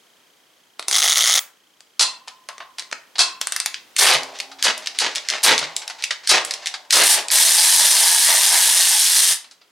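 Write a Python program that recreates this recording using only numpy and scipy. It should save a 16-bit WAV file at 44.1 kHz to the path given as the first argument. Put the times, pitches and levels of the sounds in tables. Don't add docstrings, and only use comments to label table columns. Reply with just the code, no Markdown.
import sys
import numpy as np
from scipy import signal
from scipy.fft import rfft, irfft
from scipy.io import wavfile
from scipy.ndimage import uniform_filter1d, minimum_filter1d

SR = 44100
rng = np.random.default_rng(int(sys.argv[2]) if len(sys.argv) > 2 else 0)


def master(y):
    cut = np.clip(np.atleast_2d(y).T, -1, 1)
    pcm = np.round(cut * 32767)
    wavfile.write(sys.argv[1], SR, pcm.astype(np.int16))


N = 428211
TIME = np.arange(N) / SR

# freq_hz, gain_db
HISS_EQ = [(24, -52), (40, -29.5), (171, -12.5), (269, -7.5), (790, -8.5), (2210, -10.5), (3830, -11.5),
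           (16000, -23)]
# time_s, level_db
HISS_LEVEL = [(0, -58), (.75, -60), (1.7, -61), (4, -53.5), (9.7, -62.5)]
# freq_hz, t60_s
ROOM_DECAY = [(150, .4), (400, .42), (1000, .4), (2800, .3), (7300, .25), (14000, .2)]
# freq_hz, side_db
STEREO_WIDTH = [(100, -20), (300, -27), (700, -7.5), (4000, -6.5), (9000, -5), (12000, -37.5)]

# start_s, level_db
BENCH_THUDS = [(4.13, -12), (5.5, -12), (5.61, -14), (6.32, -17)]
# start_s, length_s, level_db
HAND_BUMPS = [(5.3, 0.068, -27.5), (5.604, 0.033, -27), (7.161, 0.035, -25.5)]
# freq_hz, gain_db
JOLT_EQ = [(40, -49), (100, -26.5), (190, -17), (330, -5), (520, 0.5), (1000, 0.5), (1400, 0), (1900, 3),
           (4500, 0.5), (7000, -7.5), (10000, -22), (16000, -50)]
# pitch_hz, level_db, t60_s
VISE_MODES = [(274, -11, 4.1), (392, 1, 0.92), (668, 7, 0.59), (710, 1.5, 0.31)]
# pitch_hz, level_db, t60_s
SOCKET_MODES = [(1022, -9.5, .5), (1054, -8, 0.65), (2665, 3.5, .36), (3270, 1.5, 0.22), (3575, 2, 0.24),
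                (4120, 7, 0.3), (4900, 3, .2), (6040, -4, .18), (7000, -3, 0.18)]
# start_s, level_db
SOCKET_SEATS = [(2.276, -9), (2.488, -4.5), (2.603, -4.5), (2.784, -11)]
# start_s, level_db, ring_db, treble_db
STEEL_KNOCKS = [(1.994, -14.5, -8, 18.5), (2.008, -6.5, 7, 19), (3.155, -26, -8, -4), (3.182, -19, -15, 10),
                (3.191, -1, 1.5, 14.5), (9.443, -37, 2, -5), (9.511, -42, -26, 15),
                (9.613, -42.5, -21, -12)]
# freq_hz, gain_db
KNOCK_EQ = [(40, -47), (130, -28), (300, -14.5), (700, 0), (2900, 1), (4500, 5.5), (7000, -9),
            (10000, -16.5), (16000, -60)]

# start_s, level_db
GRIP_CLACKS = [(2.784, -6.5), (4.515, -8), (5.113, -10), (5.169, 1), (5.819, -3), (5.899, 1), (6.107, 10.5),
               (6.74, 3.5)]
# start_s, level_db, treble_db
TOOL_SNAPS = [(0.794, -10, -9), (0.825, -16.5, -23), (0.882, -3.5, 6), (0.911, -2, -1), (1.805, -30.5, -3),
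              (2.487, -22.5, 4), (2.58, -20.5, -20), (2.822, -20, -19), (2.913, -17, -20),
              (2.924, -12.5, -33), (2.927, -7, -47)]
# start_s, level_db, treble_db
HEAD_TICKS = [(3.742, -2.5, -45), (4.232, -12.5, -3.5), (4.777, -16, 4), (5.18, -6, -20.5),
              (5.764, -3.5, -1), (5.877, -7, -10), (6.448, -10, 4), (7.302, -4.5, -21)]
# start_s, gap_s, first_click_db, second_click_db
HEAD_ROCKS = [(2.274, 0.006, -25, -14.5), (2.783, .011, -9, -7), (4.387, 0.013, -12.5, -3.5),
              (4.859, 0.012, -9.5, -2.5), (5.15, 0.0067, -6, -1), (5.286, 0.014, -0.5, 1),
              (5.578, .012, 2, -1.5), (6.023, 0.015, -9.5, 2), (6.508, 0.029, -1, -5),
              (6.658, 0.012, -3.5, -1)]
# start_s, level_db
PAWL_SKIPS = [(3.413, -7.5), (3.47, -11), (3.521, -8.5), (3.562, -9), (3.6, -7.5), (3.659, -5.5)]
# freq_hz, gain_db
SNAP_EQ = [(40, -55), (400, -1), (1300, 3), (1900, 5), (2800, 2.5), (4500, 5.5), (6000, 3.5), (10000, -3),
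           (16000, -32)]

# time_s, turns_per_s, level_db
FREE_SPIN = [(.925, 50, -4), (.96, 50, -1), (1.02, 51, 0), (1.1, 54, 0), (1.2, 58, 0), (1.3, 61, 0),
             (1.394, 58, -1)]
# phase_turns, level_db
FREE_PATTERN = [(0, 0), (.2, -6), (.42, -4), (.78, -7)]
# freq_hz, gain_db
FREE_EQ = [(60, -55), (200, -49.5), (400, -27), (750, -12.5), (950, -17.5), (1250, -7), (1600, -14.5),
           (2050, -2), (2550, -14.5), (3400, 2.5), (4500, -6), (6400, 0), (7700, -11), (10500, -9),
           (16000, -48)]
# start_s, click_db, wait_s, run_s, strike_db, clang_db, hold_s, jolt_db
TRIGGER_PULLS = [(3.964, 2, 0.019, .18, -10.5, -9, 0.15, -15),
                 (4.625, 3, 0.011, .033, -10, -11, .04, -16.5),
                 (4.987, 2, 0.008, 0.014, -16, -16, 0.056, -20),
                 (5.42, -22, .011, .09, -12.5, -12, .076, -12.5),
                 (6.273, 6, .018, 0.08, -21, -3, .058, -12.5), (6.906, 7, 0.019, 0.25, -7, -1, 0.11, -13),
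                 (7.283, -5.5, 0.027, 2.065, -12.3, -20, 0.025, -32)]
# time_s, load_db
BOLT_LOAD = [(7.331, -34.5), (7.49, -36), (8.178, -34), (8.21, -39), (8.31, -30), (8.466, -36.5),
             (8.554, -29), (8.649, -41), (8.689, -31), (8.741, -39.5), (8.792, -33), (8.897, -40),
             (8.907, -33), (9.052, -42), (9.32, -41.5)]
# phase_turns, level_db
DRIVE_PATTERN = [(0, 0), (.33, -1), (.55, -5), (.78, -7)]
# freq_hz, gain_db
DRIVE_EQ = [(40, -21.5), (100, -35.5), (220, -35), (550, -22.5), (850, -12), (1400, -14.5), (1700, -4.5),
            (2150, -7.5), (2550, -7.5), (3300, -1), (5500, 0.5), (7200, -1.5), (9300, 3), (12400, -7),
            (16000, -23)]
# centre_hz, width_hz, level_db
HOUSING_BANDS = [(446, 168, -14.5), (683, 120, -3), (911, 157, 2), (1123, 100, -4.5), (1910, 660, -2)]


def amp(db):
    return 10 ** (np.asarray(db) / 20)


def unit(x):
    return x / np.sqrt(np.sum(x ** 2) + 1e-20)


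def curve_at(points, hz):
    freq_hz, value = np.transpose(points)
    return np.interp(np.log(hz + 1), np.log(freq_hz + 1), value)


def add(mix, start_s, sound):
    part = mix[max(round(start_s * SR), 0):][:len(sound)]
    part += sound[:len(part)]


def convolve(x, response):
    return signal.oaconvolve(x, response)[:N]


def equalise(x, points, size=2048):
    log_gain = np.log(amp(curve_at(points, abs(np.fft.fftfreq(size, 1 / SR)))))
    spectrum = np.exp(np.conj(signal.hilbert(log_gain)))
    return convolve(x, unit(np.fft.ifft(spectrum).real[:size // 2]))


def highpass(x, hz, order=2):
    return signal.sosfilt(signal.butter(order, hz, "highpass", fs=SR, output="sos"), x)


def resonate(x, hz, width_hz):
    edges_hz = [hz - width_hz / 2, hz + width_hz / 2]
    return signal.sosfilt(signal.butter(2, edges_hz, "bandpass", fs=SR, output="sos"), x)


def shelf(x, db, corner_hz=6500):
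    low = signal.sosfiltfilt(signal.butter(2, corner_hz, fs=SR, output="sos"), x, padtype=None)
    return low + amp(db) * (x - low)


def wander(top_hz, count=24):
    t = TIME[::128]
    rates_hz = np.linspace(top_hz / count, top_hz, count)[:, None]
    waves = np.sin(2 * np.pi * (rates_hz * t + rng.random((count, 1))))
    return np.interp(TIME, t, waves.sum(0) * np.sqrt(2 / count))


def contact(decay_s, size=4096):
    return unit(rng.standard_normal(size) * np.exp(-TIME[:size] / decay_s))


def ring(modes, blur_hz=3, detune=.008, spread_db=3, size=SR):
    t = TIME[:size]
    drifts = np.cumsum(rng.standard_normal((len(modes), size)), 1) * np.sqrt(2 * np.pi * blur_hz / SR)
    draws = rng.uniform(-1, 1, (len(modes), 3))
    out = np.zeros(size)
    for (hz, db, t60_s), (force, shift, offset), drift in zip(modes, draws, drifts):
        phase = 2 * np.pi * hz * (1 + detune * shift) * t + np.pi * offset + drift
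        out += amp(db + spread_db * force - 60 * t / t60_s) * np.cos(phase)
    return unit(out)


def hiss():
    mid, side = (equalise(rng.standard_normal(N), HISS_EQ) for _ in range(2))
    return amp(np.interp(TIME, *np.transpose(HISS_LEVEL))) * (mid + .54 * np.array([side, -side]))


def chirp(period_s=1 / 29.97, pip_s=.0035, pitch_hz=3170, sweep_hz_per_s=50000, fade_db_per_s=.5):
    t = (TIME - .004 + period_s / 2) % period_s - period_s / 2
    phase = 2 * np.pi * (pitch_hz * t + sweep_hz_per_s * t ** 2 / 2)
    envelope = amp(-54 - fade_db_per_s * TIME) * np.exp(-(t / pip_s) ** 2)
    return envelope * (np.sin(phase) + .36 * np.sin(2 * phase))


def room_response(early_s=.0016, early_db=-4, size=256):
    hz, t, bands = signal.stft(rng.standard_normal(SR), SR, nperseg=size)
    decay = amp(-60 * t / curve_at(ROOM_DECAY, hz)[:, None])
    tail = signal.istft(bands * decay, SR, nperseg=size)[1]
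    tail = unit(tail * (1 - np.exp(-TIME[:len(tail)] / .0013)))
    add(tail, .0012, amp(early_db) * contact(early_s))
    return tail


def smooth_echoes(x, changes_per_s=4.5, count=3):
    phases = np.pi * (changes_per_s * TIME + np.arange(count)[:, None] / count)
    return sum(convolve(x * weight, room_response()) for weight in np.cos(phases) * np.sqrt(2 / count))


def workshop(direct, send, wet_db=-8, size=2 ** 19):
    mid = direct + amp(wet_db) * smooth_echoes(send)
    spread = amp(wet_db + curve_at(STEREO_WIDTH, np.fft.rfftfreq(size, 1 / SR)))
    side = irfft(rfft(smooth_echoes(send), size) * spread)[:N]
    return np.array([mid + side, mid - side])


def bench_thuds(pitch_hz=148, width_hz=36, decay_s=.033):
    out = np.zeros(N)
    for s, db in BENCH_THUDS:
        add(out, s, amp(db) * unit(resonate(contact(decay_s, size=16384), pitch_hz, width_hz)))
    return out


def bench_jolts(hits_per_s=500, lag_s=.011, rise_s=.011, fall_db_per_s=416, settle_db_per_s=43):
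    snatches = [(s + wait_s + lag_s, hold_s, db) for s, _, wait_s, _, _, _, hold_s, db in TRIGGER_PULLS]
    hits = np.zeros(N)
    for s, length_s, db in snatches + HAND_BUMPS:
        for k, (late, force) in enumerate(rng.random((200, 2))):
            delay_s = (k + late) / hits_per_s
            after_s = max(delay_s - length_s, 0)
            tail_db = max(-fall_db_per_s * after_s, -25 - settle_db_per_s * after_s)
            gain = amp(db + tail_db) * min(delay_s / rise_s, 1) * np.sqrt(SR / hits_per_s)
            add(hits, s + delay_s, gain * 2 * force * contact(.0026))
    bolt_loose = TIME < TRIGGER_PULLS[1][0]
    clatter = equalise(np.where(bolt_loose, highpass(hits, 404), hits), JOLT_EQ)
    handle = resonate(convolve(hits, contact(.27, size=32768)), hz=784, width_hz=410)
    return clatter + amp(-7) * handle


def vise_ring(start_s=4.14, level_db=-4):
    out = np.zeros(N)
    add(out, start_s, amp(level_db) * ring(VISE_MODES))
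    return out


def socket_seating(decay_s=.016, ring_db=-7):
    body, notes = np.zeros((2, N))
    for s, db in SOCKET_SEATS:
        dull = shelf(contact(decay_s), -16, corner_hz=2300)
        add(body, s, amp(db) * unit(highpass(dull, 510)))
        add(notes, s, amp(db + ring_db) * ring(SOCKET_MODES[:2], blur_hz=22, size=20000))
    return amp(-4) * equalise(body, KNOCK_EQ) + notes


def clangs(rows, rise_s, decay_s=.013, clang_db=21, socket_db=12):
    clang, notes = np.zeros((2, N))
    swell = 1 - np.exp(-TIME[:4096] / rise_s)
    for s, db, ring_db, treble_db in rows:
        add(clang, s, amp(db + clang_db) * shelf(unit(swell * contact(decay_s)), treble_db))
        add(notes, s, amp(db + socket_db + ring_db) * ring(SOCKET_MODES, blur_hz=15, size=20000))
    return equalise(clang, KNOCK_EQ) + notes


def knocks():
    snatches = [(s + wait_s, db, -29, 15.5) for s, _, wait_s, _, _, db, _, _ in TRIGGER_PULLS]
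    skips = [(s, db - 14.5, 3, -4) for s, db in PAWL_SKIPS]
    light = clangs(snatches, rise_s=.02) + clangs(skips, rise_s=.001)
    return clangs(STEEL_KNOCKS, rise_s=.00044) + highpass(light, 900, order=3)


def grip_rattle(span_s, tick_db=-20, spread_db=4, decay_s=.013, count=80):
    clacks, ticks = np.zeros((2, N))
    for s, db in GRIP_CLACKS:
        add(clacks, s, amp(db) * contact(decay_s))
    for s in np.linspace(*span_s, count) + rng.uniform(-1.2, 1, count) * np.ptp(span_s) / count:
        add(ticks, s, amp(tick_db + spread_db * rng.standard_normal()) * contact(decay_s))
    return equalise(shelf(highpass(clacks, 780) + ticks, -16), SNAP_EQ)


def slack_rubs(span_s, level_db=-6, length_s=.044, treble_db=-22):
    out = np.zeros(N)
    window = signal.windows.tukey(int(length_s * SR))
    for s, *_ in TRIGGER_PULLS + HEAD_ROCKS:
        if span_s[0] < s < span_s[1]:
            rub = unit(window * rng.standard_normal(SR)[:len(window)])
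            add(out, s - length_s, amp(level_db) * rub)
    return highpass(equalise(shelf(out, treble_db), SNAP_EQ), 1350)


def bounces(rows, gap_s=.005, loss_db=6, count=3):
    return [(s + late_s, db - loss_db * (k + 1), treble_db) for s, db, treble_db in rows
            for k, late_s in enumerate(np.cumsum(gap_s * (.42 + rng.random(count))))]


def snaps(rows, gain_db=10, decay_s=.001, settle_s=.0073, settle_db=-10, slip_s=.001216):
    out = np.zeros(N)
    for s, db, treble_db in rows:
        gain = amp(db + gain_db)
        scrape = amp(-18) * contact(.0028)[::-1]
        add(out, s + slip_s - len(scrape) / SR, gain * shelf(scrape, treble_db))
        snap = contact(decay_s) + amp(settle_db) * contact(settle_s)
        add(out, s + slip_s, gain * shelf(snap, treble_db + 6))
    return equalise(out, SNAP_EQ)


def clicks(trigger_treble_db=-7, pawl_treble_db=5, rock_treble_db=-11.5):
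    triggers = [(s, db, trigger_treble_db) for s, db, *_ in TRIGGER_PULLS]
    skips = [(s, db, pawl_treble_db) for s, db in PAWL_SKIPS]
    rocks = [(at_s, db, rock_treble_db) for s, gap_s, first_db, second_db in HEAD_ROCKS
             for at_s, db in [(s, first_db), (s + gap_s, second_db)]]
    slack = snaps(rocks + bounces(rocks), gain_db=7.5, decay_s=.0012, settle_s=.027, settle_db=-15)
    pawl = snaps(skips, decay_s=.0008, settle_s=.004, settle_db=-13)
    ticks = snaps(HEAD_TICKS + triggers, gain_db=8, settle_s=.02, settle_db=-8)
    return snaps(TOOL_SNAPS) + highpass(pawl, 820) + highpass(slack + ticks, 1950, order=4)


def load_db(time_s):
    at_s, db = np.transpose(BOLT_LOAD)
    return np.interp(time_s, at_s, db - db.max())


def motor_run(start_s, length_s, level_db, hold_s, start_hz=54.7, top_hz=89.7, sag_hz=2.5):
    t = np.linspace(0, length_s, 200)
    turns_per_s = top_hz - (top_hz - start_hz) * np.exp(-t / .085) - sag_hz * amp(load_db(start_s + t))
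    windup_db = -14 * np.exp(-t / .007)
    surge_db = 5.5 * np.exp(-t / .45)
    choke_db = -112 * t * (t < hold_s)
    release_db = -27 * np.clip(1 - (length_s - t) / .053, 0, 1)
    return np.transpose([start_s + t, turns_per_s, level_db + surge_db + windup_db + choke_db + release_db])


def crank(run, pattern, jitter_s, spread_db, gear_db, decay_s=.0013):
    time_s, turns_per_s, level_db = np.transpose(run)
    rate_hz = np.interp(TIME, time_s, turns_per_s)
    running = (TIME >= time_s[0]) & (TIME < time_s[-1])
    turns = np.cumsum(rate_hz * running) / SR
    gain = amp(np.interp(TIME, time_s, level_db))
    out = amp(gear_db) * gain * running * rng.standard_normal(N)
    phases, strikes_db = np.transpose(pattern)
    for phase, weight in zip(phases, unit(amp(strikes_db))):
        for i in np.searchsorted(turns, np.arange(phase, turns[-1], 1), side="right"):
            late, force = rng.standard_normal(2)
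            strength = weight * gain[i] * np.sqrt(SR / rate_hz[i]) * amp(spread_db * force)
            add(out, TIME[i] + jitter_s * late, strength * contact(decay_s))
    return out


def bolt_drive(surge_hz=13, hum_spread_db=1.2, chatter_spread_db=.9):
    runs = [motor_run(s + wait_s, run_s, db, hold_s)
            for s, _, wait_s, run_s, db, _, hold_s, _ in TRIGGER_PULLS]
    strikes, shaking = (
        sum(crank(run, DRIVE_PATTERN, jitter_s=.0004, spread_db=2, gear_db=-5) for run in runs)
        for _ in range(2))
    hum = sum(amp(db + hum_spread_db * wander(surge_hz)) * resonate(shaking, hz, width_hz)
              for hz, width_hz, db in HOUSING_BANDS)
    chatter = equalise(strikes, DRIVE_EQ) * amp(chatter_spread_db * wander(2 * surge_hz))
    return amp(-4) * (chatter + amp(7 + 1.68 * load_db(TIME)) * hum)


def scene(handling_s=(4.3, 6.85)):
    strikes = crank(FREE_SPIN, FREE_PATTERN, jitter_s=.0012, spread_db=3.5, gear_db=-11)
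    spin = amp(-12) * equalise(strikes, FREE_EQ)
    spin_send = amp(-23) * highpass(shelf(strikes, 3.2), 900)
    tool = bolt_drive() + clicks() + slack_rubs(handling_s) + grip_rattle(handling_s)
    bench = knocks() + socket_seating() + bench_jolts() + vise_ring() + bench_thuds()
    work = highpass(tool + bench, 84)
    return workshop(spin + work, spin_send + work) + hiss() + chirp()


def record(dry, ceiling_db=-2.27, recovery_db_per_s=700, window_samples=41, cutoff_hz=16300):
    over_db = np.maximum(20 * np.log10(abs(dry).max(0) + 1e-9) - ceiling_db, 0)
    recovery_db = TIME * recovery_db_per_s
    held_db = np.maximum.accumulate(over_db + recovery_db) - recovery_db
    gain_db = uniform_filter1d(minimum_filter1d(-held_db, window_samples), window_samples)
    lowpass = signal.firwin(511, cutoff_hz, window=("kaiser", 9), fs=SR)
    return signal.oaconvolve(dry * amp(gain_db), lowpass[None], "same")


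dry = scene()
out = record(dry)
master(out)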